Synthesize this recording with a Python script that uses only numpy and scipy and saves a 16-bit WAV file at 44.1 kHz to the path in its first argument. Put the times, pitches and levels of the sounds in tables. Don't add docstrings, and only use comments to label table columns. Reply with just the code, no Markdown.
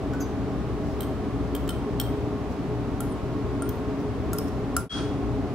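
import sys
import numpy as np
from scipy import signal
from scipy.fft import rfft, irfft, next_fast_len
from scipy.io import wavfile
from scipy.ndimage import uniform_filter1d

SR = 44100
rng = np.random.default_rng(int(sys.argv[2]) if len(sys.argv) > 2 else 0)


def log_audio(samples):
    frames = np.atleast_2d(samples).T
    limited = np.clip(frames, -1, 1)
    pcm = np.round(limited * 32767).astype(np.int16)
    wavfile.write(sys.argv[1], SR, pcm)


N = 244314
TIME = np.arange(N) / SR
SIDES = np.array([[1], [-1]])
SILENT_S = 4.893


def clinks(size=16384, rise_s=0.00035, blade_build_s=0.00092):
    # start in seconds, crack level in dB, its extra dB at 1.5-2.5 kHz, from 13 kHz up and at
    # 4-7 kHz, blade and glass gains in dB, glass pitch in Hz, factor on the glass's ring time, and pings,
    # each with frequency in Hz, level in dB and left-right difference in dB.
    touches = [ (0.135, -43, 0, -3, 4, -47, -62, 3190, 1.0, [(7400, -46, 0), (14900, -51, 0)]),
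               (1.0061, -34, 3, 1, -10, -47, -37, 3190, 0.75, [(3950, -37, 2), (8520, -30, -11),
               (11560, -31, 0), (13000, -29, -1), (15300, -35, 0)]),
               (1.03, -43, 0, 1, -6, -47, -45, 3180, 1.0, [(8560, -38, -4), (11600, -43, 0),
               (13700, -44, 1)]), (1.036, -48, 0, 0, -3, -55, -48, 3120, 1.0, [(13000, -48, 0)]),
               (1.5499, -31.5, 5, 3, -7, -48, -32.5, 3200, 0.62, [(7450, -40, 0), (8400, -38, 0),
               (9700, -37, 1), (12900, -34, 2), (13600, -34, 2), (14550, -34, 2)]),
               (1.677, -42, 0, 0, -4, -52, -45, 3140, 0.8, [(7300, -41, 0), (14500, -46, 0)]),
               (1.691, -30.5, 5, -2, -6, -36, -31, 3104, 0.98, [(3800, -45, 0), (8310, -29, -4),
               (9750, -32, -3), (11450, -36, 0), (13500, -34, 0), (15600, -36, 0)]),
               (1.9989, -24.5, 3, 4, -7, -43, -26.5, 3195, 1.08, [(5530, -27.5, 4), (8520, -24.5, -10),
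               (11540, -29, 2), (13620, -25, 3), (14400, -28, 2), (15450, -30, 2)]),
               (3.0046, -34.5, 0, -4, -8, -34.5, -47, 3250, 1.0, [(6650, -39, 0), (7740, -34, 0),
               (8880, -32, 0), (9930, -25.5, 4), (10060, -32, 0), (11500, -29, -1), (13400, -32, 1),
               (15500, -38, 0)]), (3.6213, -39, 0, -8, -6, -30.5, -53, 3190, 1.0, [(4950, -47, 0),
               (8930, -24.5, -3), (9620, -35, -1), (14200, -45, 3)]),
               (3.6904, -32, 5, 6.5, -7, -53, -48, 3260, 1.0, [(5350, -43, 0), (6600, -38, 0),
               (9400, -38, -1), (13900, -31, 3), (14900, -33, 2)]),
               (4.3316, -32, -4, -3, -10, -32, -60, 3190, 1.0, [(5080, -37, 0), (6580, -31, 0),
               (7770, -29, -2), (9000, -33, 0), (10200, -24.5, 3), (11400, -26, -1), (14700, -29, 2)]),
               (4.3842, -27.5, -2, 1, -8, -40, -49, 3200, 1.0, [(5400, -22.5, -1), (9080, -26, 0),
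               (13100, -30, 5), (14200, -31, 5)]),
               (4.7651, -22, -3, -3, -12, -20, -52, 3200, 1.0, [(5270, -25, 0), (5930, -26, 0),
               (6540, -24, 0), (7500, -23, -5), (7850, -23, -4), (9030, -25, 0), (9850, -21.5, 2),
               (10170, -17, 4), (11200, -19, 2), (14550, -27, 2), (15350, -30, 2)])]
    # frequency in Hz, relative level in dB, T60 in seconds.
    blade_modes = [(1369, 4, 0.066), (1285, -3, 0.046), (1246, -13, 0.05), (1030, -11, 0.035),
                   (5220, -26, 0.09), (5960, -27, .04), (8400, -22, 0.02), (8940, -15, 0.016)]
    # nominal frequency in Hz, relative dB, nominal T60 in seconds.
    glass_modes = [(3200, 3.5, 0.046), (2970, -24, 0.016), (3490, -4.5, 0.029), (3890, 1.5, 0.011),
                   (4260, -3, 0.013), (5400, -17, 0.069), (8640, -16, 0.076), (8200, -21, 0.023),
                   (11650, -12, 0.029), (13440, -10, .03), (14525, -16, .022), (15400, -18, .03)]
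    out, t = np.zeros((2, N)), TIME[:size]
    for s, crack_db, clack_db, top_db, mid_db, steel_db, glass_db, glass_hz, freedom, favoured in touches:
        contact = from_db(crack_db) * crack(clack_db, mid_db, top_db, size)
        swing_up = 1 - np.exp(-t / blade_build_s)
        steel = from_db(steel_db) * ring(blade_modes, size, port_phase=0.3) * swing_up
        gripped = [(hz * glass_hz / glass_modes[0][0], db, t60 * freedom) for hz, db, t60 in glass_modes]
        glass = from_db(glass_db) * ring(gripped, size, port_phase=0.37)
        pings = sum(ping(hz, db, size) * panned(pan_db) for hz, db, pan_db in favoured)
        add(out, s, (contact + steel + glass + pings) * (1 - np.exp(-t / rise_s)))
    return out


def crack(clack_db, mid_db, top_db, size, t60=0.014, centred=0.34):
    # frequency in Hz, relative level in dB.
    spectrum = [(900, -11), (2500, -8), (4300, 3), (6500, 7), (10000, -4.5), (14500, 2), (15400, -1),
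                (16000, -12)]
    # mean delay in seconds, gain in dB.
    reflections = [(.0012, -4.5), (.003, -6.5)]
    shelves = [(700, 0), (1500, clack_db), (2500, clack_db), (4000, mid_db), (7000, mid_db),
               (8500, 0), (11500, 0), (13000, top_db)]
    burst = noise(lambda hz: from_db(at_hz(spectrum, hz) + at_hz(shelves, hz)), size)
    burst = rms_one(burst + centred * burst[::-1]) * decay(TIME[:size], t60)
    echoes = sum(from_db(db) * np.roll(burst, round(s * SR * rng.uniform(.8, 1.2)), axis=1)
                 for s, db in reflections)
    return burst + echoes


def ping(hz, db, size, split=0.025, flank_db=-16.5, t60=0.021, build_s=0.0007):
    cluster = [(hz * (1 + k * split), db + abs(k) * flank_db, t60) for k in (-1, 0, 1)]
    return ring(cluster, size, port_phase=1.0) * (1 - np.exp(-TIME[:size] / build_s))


def ring(modes, size, port_phase):
    t, out = TIME[:size], 0
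    for hz, db, t60 in modes:
        strength_db, skew = rng.uniform(-1.13, 1, 2)
        phase = 2 * np.pi * hz * t + port_phase * skew * SIDES
        out = out + from_db(db + strength_db) * decay(t, t60) * np.sin(phase)
    return out


def beaker_set_down(start_s=4.894, size=32768, wash_db=-29, wash_t60=0.54, ring_db=2.5):
    # frequency in Hz, relative level in dB, T60 in seconds.
    free_modes = [(3316, -20, 0.25), (3320, -34.5, 0.56), (3256, -29, 0.35), (1360, -42, 0.76),
                  (1290, -41, 0.4), (8872, -51, 0.39)]
    # frequency in Hz, relative level in dB.
    wash_spectrum = [(700, -15), (1350, 7.5), (2000, -4.5), (3300, -2.5), (5300, -3.5), (6700, -7.5),
                     (7700, -17), (9000, -6), (9800, -25), (15000, -38)]
    out = np.zeros((2, N))
    wash = from_db(wash_db) * coloured(wash_spectrum, 0, size) * decay(TIME[:size], wash_t60)
    glass = from_db(ring_db) * ring(free_modes, size, port_phase=0.75) * panned(db=4.0)
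    add(out, start_s, wash + glass)
    return out


def squeaks(size=4096, waver=0.017, judder_db=3):
    # start and length in seconds, first and last pitch in Hz, level in dB, octave's relative dB.
    slips = [(0.132, 0.024, 1480, 1526, -37, -34), (0.2, 0.022, 1540, 1520, -43.5, -32),
             (0.199, 0.035, 6100, 6090, -44.5, -6), (0.202, 0.019, 6600, 6580, -44.5, -11),
             (0.203, 0.02, 7200, 7200, -59, -3), (0.213, 0.026, 4780, 4790, -53, -24),
             (3.097, 0.018, 9850, 10250, -56, -30), (3.118, 0.012, 8870, 8750, -48.5, -30)]
    out, t = np.zeros((2, N)), TIME[:size]
    for s, length, start_hz, end_hz, db, octave_db in slips:
        wobble, grip = rms_one(uniform_filter1d(rng.standard_normal((2, size)), size=60))
        hz = np.interp(t, [0, length], [start_hz, end_hz])
        phase = 2 * np.pi * np.cumsum(hz * (1 + waver * wobble)) / SR
        tone = np.sin(phase) + from_db(octave_db) * np.sin(2 * phase)
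        add(out, s, from_db(db + judder_db * grip) * stroke(t, length) * tone)
    return out


def rustles(size=16384, clump_db=3, tilt_db_per_octave=8):
    # start in seconds, length in seconds, level in dB.
    smears = [(0.2, 0.033, -53), (0.819, 0.21, -61), (2.503, .035, -58), (3.986, 0.034, -59),
              (4.474, .02, -53)]
    # frequency in Hz, relative level in dB.
    spectrum = [(1500, -27), (3000, -19), (5000, 14), (9000, -7), (15000, -13)]
    out, t = np.zeros((2, N)), TIME[:size]
    for s, length, db in smears:
        roughness = rms_one(uniform_filter1d(rng.standard_normal(size), size=70))
        hiss = from_db(clump_db * roughness) * coloured(spectrum, tilt_db_per_octave, size)
        add(out, s, from_db(db) * stroke(t, length) * rms_one(hiss))
    return out


def wall_echo(dry, delay_s=0.0136):
    # time in seconds, gain of the reflection in dB.
    strength = [(2, -8), (3, -25)]
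    out = np.zeros((2, N))
    add(out, delay_s, from_db(np.interp(TIME, *np.transpose(strength))) * dry)
    return out


def reverberation(dry, size=24000, level_db=-8.5, build_s=0.0016):
    # frequency in Hz, reverberation time in seconds.
    room_t60 = [(1000, 0.57), (3200, 0.55), (5500, 0.46), (9000, 0.41), (15000, 0.32)]
    t, tail = TIME[:size], 0
    edges_hz = np.geomspace(700, 18000, 8)
    for low, high in zip(edges_hz, edges_hz[1:]):
        band_pass = signal.butter(2, [low, high], "band", fs=SR, output="sos")
        band = signal.sosfilt(band_pass, noise(np.ones_like, size))
        tail = tail + band * decay(t, at_hz(room_t60, np.sqrt(low * high)))
    response = rms_one(tail * (1 - np.exp(-t / build_s))) / np.sqrt(size)
    return from_db(level_db) * signal.fftconvolve(dry, response, axes=1)[:, :N]


def fan_tones(size):
    # centre frequency in Hz, width in Hz, level in dB.
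    resonances = [(27.6, 3, -49), (59.5, 4.2, -41.5), (68.2, 4.7, -44.5), (119.5, 6.9, -38.5),
                  (256.3, 2.5, -52), (280.2, 19.5, -35), (369, 20, -43.5), (417.7, 11, -38.5),
                  (637, 8.6, -49), (813, 1.5, -53), (921, 13, -57.5), (1081, 6.3, -54), (576, 17, -68),
                  (748, 22, -52)]

    def gain_at(hz):
        return np.sqrt(sum(from_db(db) ** 2 / width / (1 + ((hz - centre) / width) ** 2) ** 2
                           for centre, width, db in resonances))
    total_rms = np.sqrt(sum(from_db(db) ** 2 for centre, width, db in resonances))
    return total_rms * noise(gain_at, size)


def ventilation(air_db=-30.5, rumble_top_hz=78.5, swell_db=0.5, swells_per_s=2.6):
    # frequency in Hz, relative spectral density in dB.
    spectrum = [(12, -51), (20, -39), (55, -3.5), (123, -3), (154, -5), (277, -5), (328, -11), (410, -9.5),
                (499, -15), (624, -14.5), (897, -21), (1120, -20.5), (1570, -28), (5080, -42),
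                (16000, -59.5)]
    size = next_fast_len(N)
    air = (from_db(air_db) * coloured(spectrum, 0, size) + fan_tones(size))[:, :N]
    rumble = signal.sosfiltfilt(signal.butter(2, rumble_top_hz, fs=SR, output="sos"), air)
    return air + rumble * (from_db(swell_db * drift(swells_per_s)) - 1)


def noise(gain_at, size):
    # frequency in Hz, left-right coherence from 0 to 1.
    coherence = [(60, .99), (250, .99), (420, .96), (700, .91), (1200, .74), (2200, .45), (4000, .2),
                 (7000, .05)]
    # frequency in Hz, phase lag of the left side in radians.
    left_lag = [(30, 1.5), (60, 1.1), (120, .73), (250, .4), (700, .13), (1200, .02)]
    # frequency in Hz, left-right level difference in dB.
    balance = [(30, 1), (60, 5), (125, 2.5), (250, 0.7), (600, -0.2), (1100, -1.7), (2200, 1), (12000, 0)]
    hz = np.fft.rfftfreq(size, 1 / SR)
    mid, side = rfft(rng.standard_normal((2, size)))
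    alike = np.clip(at_hz(coherence, hz), 0, 1)
    pair = np.sqrt(1 + alike) * mid + np.sqrt(1 - alike) * side * SIDES
    pair *= np.exp(-.5j * SIDES * at_hz(left_lag, hz))
    return rms_one(irfft(pair * gain_at(hz) * panned(at_hz(balance, hz)), size))


def coloured(spectrum, tilt_db_per_octave, size):
    def gain_at(hz):
        octaves = np.log2(np.maximum(hz / spectrum[0][0], 1))
        return from_db(at_hz(spectrum, hz) + tilt_db_per_octave * octaves)
    return noise(gain_at, size)


def decay(t, t60):
    return np.exp(-np.log(1000) * t / t60)


def stroke(t, length):
    return np.sqrt(np.abs(np.sin(np.pi * np.clip(t / length, 0, 1))))


def drift(turns_per_s):
    turns = rng.standard_normal(256)
    return np.interp(TIME * turns_per_s, np.arange(len(turns)), turns)


def from_db(db):
    return 10 ** (np.asarray(db) / 20)


def rms_one(x):
    return x / np.sqrt(np.mean(x ** 2) + 1e-20)


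def at_hz(points, hz):
    knots, values = np.transpose(points)
    return np.interp(np.log(hz + 1e-3), np.log(knots), values)


def panned(db):
    return from_db(SIDES * db / 2)


def add(out, s, sound):
    start = max(round(s * SR), 0)
    out[:, start:start + sound.shape[-1]] += sound[..., :N - start]


def scene():
    handwork = clinks() + squeaks() + rustles()
    in_room = handwork + reverberation(handwork) + wall_echo(handwork)
    return in_room * (TIME < SILENT_S) + beaker_set_down() + ventilation()


def record(dry, fade_out_s=.095, fade_in_s=.09, fade_shape=1.14, low_hz=22, top_hz=15900):
    falling = (SILENT_S - TIME) / fade_out_s
    rising = (TIME - SILENT_S) / fade_in_s
    fade = np.clip(np.maximum(falling, rising), 0, 1) ** fade_shape
    low_cut = signal.butter(4, low_hz, "high", fs=SR, output="sos")
    top_cut = signal.ellip(10, .2, 80, top_hz, fs=SR, output="sos")
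    return signal.sosfilt(top_cut, signal.sosfilt(low_cut, dry) * fade)


dry = scene()
out = record(dry)
log_audio(out)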